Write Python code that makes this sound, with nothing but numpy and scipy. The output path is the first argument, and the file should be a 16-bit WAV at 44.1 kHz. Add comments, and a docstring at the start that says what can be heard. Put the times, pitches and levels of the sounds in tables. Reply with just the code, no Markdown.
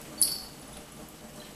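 """A small metal bell clinks once and rattles over a thin trickle of tap water in a steel kitchen sink.
A cat is pawing at the stream, and the bell is probably on its collar. The pellet strikes the shell,
fur damps the ring quickly and the tiled kitchen carries it on. The pellet then ticks faintly, a few
drops plink as they trap bubbles, and the trickle hisses and drums on the basin over a low room hum."""
import sys
import numpy as np
from scipy import signal
from scipy.fft import rfft, irfft
from scipy.io import wavfile
from scipy.ndimage import uniform_filter1d

SR = 44100
rng = np.random.default_rng(int(sys.argv[2]) if len(sys.argv) > 2 else 0)


def unload_wav(signal):
    """Save mono or channel-first audio to the path in sys.argv[1] as 16-bit WAV at rate SR, clipped to [-1, 1]."""
    wavfile.write(
        sys.argv[1],
        SR,
        np.round(np.clip(np.atleast_2d(signal).T, -1, 1) * 32767).astype(np.int16),
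    )


N = 68355


def bell():
    """Each strike of the pellet clicks and rings the shell's low, middle and top families of modes."""
    # Each row: start in seconds, then the level in dB of the low, middle and top family.
    strikes = [(0.215, -58, -10, -35), (0.219, -55, -11, -36), (0.2233, -19.5, -22, -24.5),
               (0.2251, -20, -22, -25), (.2332, -25, -30, -20.5), (.252, -29.5, -26, -40),
               (0.2775, -22.5, -37, -48), (.291, -34, -30, -39), (0.316, -25.5, -37, -30.5),
               (.322, -27, -35, -37), (0.384, -33.5, -52, -43), (.432, -45, -56, -39),
               (.462, -43, -64, -50)]
    # The pitches of each family's modes in Hz.
    low_hz = [4472, 4493, 4540, 4636, 5033, 5300]
    middle_hz = [8480, 9520, 9900, 10153, 10170, 10450]
    top_hz = [10916, 11815, 11850, 12500]
    # How those modes ring. Each row: level in dB relative to the strike, seconds to fall 60 dB.
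    low_modes = [(-11.5, 0.16), (0.5, 0.025), (-6.5, .05), (-8.5, 0.03), (-6, 0.036), (-4, 0.016)]
    middle_modes = [(-8.5, 0.0084), (-11, 0.0097), (-25, 0.008), (-11, 0.12), (0, .02), (-9, .01)]
    top_modes = [(-10, .17), (-6, .1), (0, .024), (-7, .008)]
    # Each family's click. Each row: centre in Hz, half width in Hz, level in dB relative to the strike.
    clicks = [(5290, 530, -9), (9560, 1310, -11), (12300, 690, -13.5)]
    families = [(low_hz, low_modes), (middle_hz, middle_modes), (top_hz, top_modes)]
    attack_s, click_decay_s = 0.0011, 0.0035
    out, t = np.zeros(N), np.arange(SR // 2) / SR
    attack = np.minimum(t / attack_s, 1)
    for start, *levels in strikes:
        for strike_db, (pitches, modes), (centre, width, click_db) in zip(levels, families, clicks):
            click = noise(lambda hz: 1 / (1 + ((hz - centre) / width) ** 2), len(t))
            click *= amp(click_db) * np.exp(-t / click_decay_s)
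            ring = sum(amp(db - 60 * t / t60) * np.sin(2 * np.pi * (hz * t + rng.random()))
                       for hz, (db, t60) in zip(pitches, modes))
            add(out, start, amp(strike_db) * attack * (ring + click))
    return out


def pellet_touches():
    """Thin tones lead into the clink; afterwards the settling pellet ticks one damped mode of the bell."""
    # Lead-in tones. Each row: start in seconds, seconds until the fade-out, pitch in Hz, level in dB.
    lead_ins = [(.174, .026, 4520, -41), (.181, .017, 10160, -51), (.196, .018, 10160, -35)]
    # Light ticks. Each row: start in seconds, level in dB.
    touches = [(0.539, -48), (.594, -43), (.615, -38.5), (0.6776, -37.5), (0.7285, -36.5), (0.77, -35),
               (.92, -38), (0.964, -45)]
    fade_s, tick_hz, tick_t60, tick_rise_s = 0.008, 10160, 0.028, 0.0015
    out, t = np.zeros(N), np.arange(SR // 8) / SR
    for start, length, hz, db in lead_ins:
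        swell = np.clip(np.minimum(t, length + fade_s - t) / fade_s, 0, 1)
        add(out, start, amp(db) * swell * np.sin(2 * np.pi * hz * t))
    tick = np.minimum(t / tick_rise_s, 1) * np.sin(2 * np.pi * tick_hz * t)
    for start, db in touches:
        add(out, start, amp(db - 60 * t / tick_t60) * tick)
    return out


def water_drops():
    """Drops that trap a bubble plink as it rings; others splat on the basin in short bursts of noise."""
    # Each row: start in seconds, pitch in Hz, level in dB, seconds to fall 60 dB.
    plinks = [(.735, 3560, -47, 0.043), (.744, 3850, -48, .04), (1.401, 4030, -39, 0.042),
              (1.417, 3190, -40.5, 0.036), (1.422, 1780, -45, 0.055)]
    # Each row: start in seconds, centre in Hz, level in dB, decay time constant in seconds.
    splats = [(.015, 11100, -37, 0.0018), (0.053, 2270, -48.5, 0.013), (.276, 2900, -42, .009),
              (0.629, 2900, -51.5, 0.011), (0.768, 3080, -45.5, 0.0061), (1.087, 13000, -42, 0.0036),
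              (1.359, 8300, -48, .006), (1.44, 3200, -52, 0.023)]
    plink_rise_s, splat_octaves = 0.0012, 0.52
    out, t = np.zeros(N), np.arange(SR // 4) / SR
    attack = np.minimum(t / plink_rise_s, 1)
    for start, hz, db, t60 in plinks:
        add(out, start, amp(db - 60 * t / t60) * attack * np.sin(2 * np.pi * hz * t))
    for start, centre, db, decay in splats:
        burst = noise(lambda hz: 1 / (1 + (np.log2((hz + 1) / centre) / splat_octaves) ** 2), len(t))
        add(out, start, amp(db) * burst * np.exp(-t / decay))
    return out


def basin_drumming():
    """The falling water drums on the steel basin and stirs its low resonances."""
    # The basin's resonances. Each row: centre in Hz, width in Hz, level in dB.
    basin = [(220, 45, -57), (278.3, 35, -63), (467.7, 45, -61), (602, 24, -58.5), (764, 110, -63)]
    # How hard the water drums. Each row: time in seconds, gain in dB.
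    drumming = [(0, 6), (.05, -6), (.1, 3), (.25, 0), (.42, -4), (.55, 1), (.64, 0), (.79, 3), (.84, -3),
                (.93, -8), (1, 8.5), (1.06, -1), (1.18, -8), (1.25, 4), (1.3, -2.5), (1.39, 3.5),
                (1.46, -1), (1.55, 2)]
    return resonances(basin) * level_curve(drumming)


def trickle_and_room():
    """Trickle hiss and room rumble in one flickering wash, swelling together with the wavering hums."""
    # The colour of the wash. Each row: frequency in Hz, relative level in dB.
    colour = [(15, -25), (27, 3), (45, -5.5), (62, -7), (87, -26), (140, -5), (220, -4), (350, -8.5),
              (650, -11.5), (1070, -14), (2000, -18.5), (3930, -21), (9660, -22), (11000, -24.5),
              (14000, -25)]
    # Hums and narrow hisses of room and tap. Each row: centre in Hz, width in Hz, level in dB.
    hums = [(58.7, 8.3, -60), (145.97, 3.9, -58), (312.1, 5.3, -60), (1179, 22, -66.5), (2956, 290, -66.5),
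            (7890, 110, -64.5), (10400, 88, -80)]
    # The swell of wash and hums. Each row: time in seconds, gain in dB.
    swell = [(0, 0.5), (.3, 2.5), (.5, -0.5), (.66, -0.5), (.78, 0.5), (.87, -2), (1, -0.5), (1.15, -2),
             (1.3, -2), (1.39, 0.5), (1.55, -1.5)]
    wash_db, patch_db, flicker_db = -47.5, 0.76, 1.04
    frames, hz = N // 256 + 5, np.fft.rfftfreq(1024, 1 / SR)
    real, imag, patches = rng.standard_normal((3, frames, len(hz)))
    patches = uniform_filter1d(patches, size=7, axis=0)  # louder and softer patches, smooth in time
    patches = unit(uniform_filter1d(patches, size=16, axis=1))  # and across frequency
    level = read(colour, hz) + patch_db * patches + flicker_db * rng.standard_normal((frames, 1))
    spectra = (real + 1j * imag) * amp(level)
    wash = unit(signal.istft(spectra.T, nperseg=1024, noverlap=768)[1][:N])
    return (amp(wash_db) * wash + resonances(hums)) * level_curve(swell)


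def kitchen(x):
    """Dense reflections from tiles, each band dying at its own speed, evened out so no pitch booms."""
    # Each row: frequency in Hz, seconds to fall 60 dB.
    decay_times = [(500, 1), (4500, .52), (8000, 0.41), (10200, 0.28), (12000, 0.42), (14000, 0.52)]
    build_s, smoothing_hz = 0.0044, 45
    hz, t, spectra = signal.stft(rng.standard_normal(SR), SR, nperseg=256)
    decay = amp(-60 * t / read(decay_times, hz)[:, None])
    tail = signal.istft(spectra * decay, SR, nperseg=256)[1][:SR]
    build = np.minimum(np.arange(SR) / SR / build_s, 1)
    spectrum = rfft(tail * build)
    colour = np.sqrt(uniform_filter1d(abs(spectrum) ** 2, size=smoothing_hz))
    tail = (irfft(spectrum / colour, SR) * build)[:SR // 2]
    return signal.fftconvolve(x, tail / np.linalg.norm(tail))[:N]


def resonances(table):
    """Noise in narrow resonances, each wavering by chance."""
    return sum(amp(db) * noise(lambda hz: 1 / (1 + (2 * (hz - centre) / width) ** 2), N)
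               for centre, width, db in table)


def noise(shape, size):
    """Noise of rms 1, coloured by shape(hz)."""
    spectrum = rfft(rng.standard_normal(size)) * shape(np.fft.rfftfreq(size, 1 / SR))
    return unit(irfft(spectrum, size))


def level_curve(points):
    """A fader ride through points of seconds and dB."""
    return amp(np.interp(np.arange(N) / SR, *np.transpose(points)))


def read(points, hz):
    """Reads a table on a log-frequency axis."""
    frequencies, values = np.transpose(points)
    return np.interp(np.log(hz + 1), np.log(frequencies + 1), values)


def add(mix, start_s, sound):
    """Mixes a sound in at its start time."""
    part = mix[max(round(start_s * SR), 0):][:len(sound)]
    part += sound[:len(part)]


def amp(db):
    """Decibels to gain."""
    return 10 ** (np.asarray(db) / 20)


def unit(x):
    """Scales to rms 1."""
    return x / np.sqrt(np.mean(x ** 2) + 1e-20)


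def scene():
    """Bell and drops echo in the kitchen over a bed of trickle, room and basin, in mono."""
    clink, ticks, drops = bell(), pellet_touches(), water_drops()
    echo = kitchen(amp(-2.5) * clink + amp(-7) * ticks + amp(-3) * drops)  # reverb sends in dB
    return (clink + ticks + drops + echo + trickle_and_room() + basin_drumming())[None]


def record(dry):
    """A steep low-pass takes off the highest treble."""
    edge_hz = 13930
    lowpass = signal.firwin(511, edge_hz, window=("kaiser", 9), fs=SR)
    return signal.oaconvolve(dry, lowpass[None], "same")


dry = scene()
out = record(dry)
unload_wav(out)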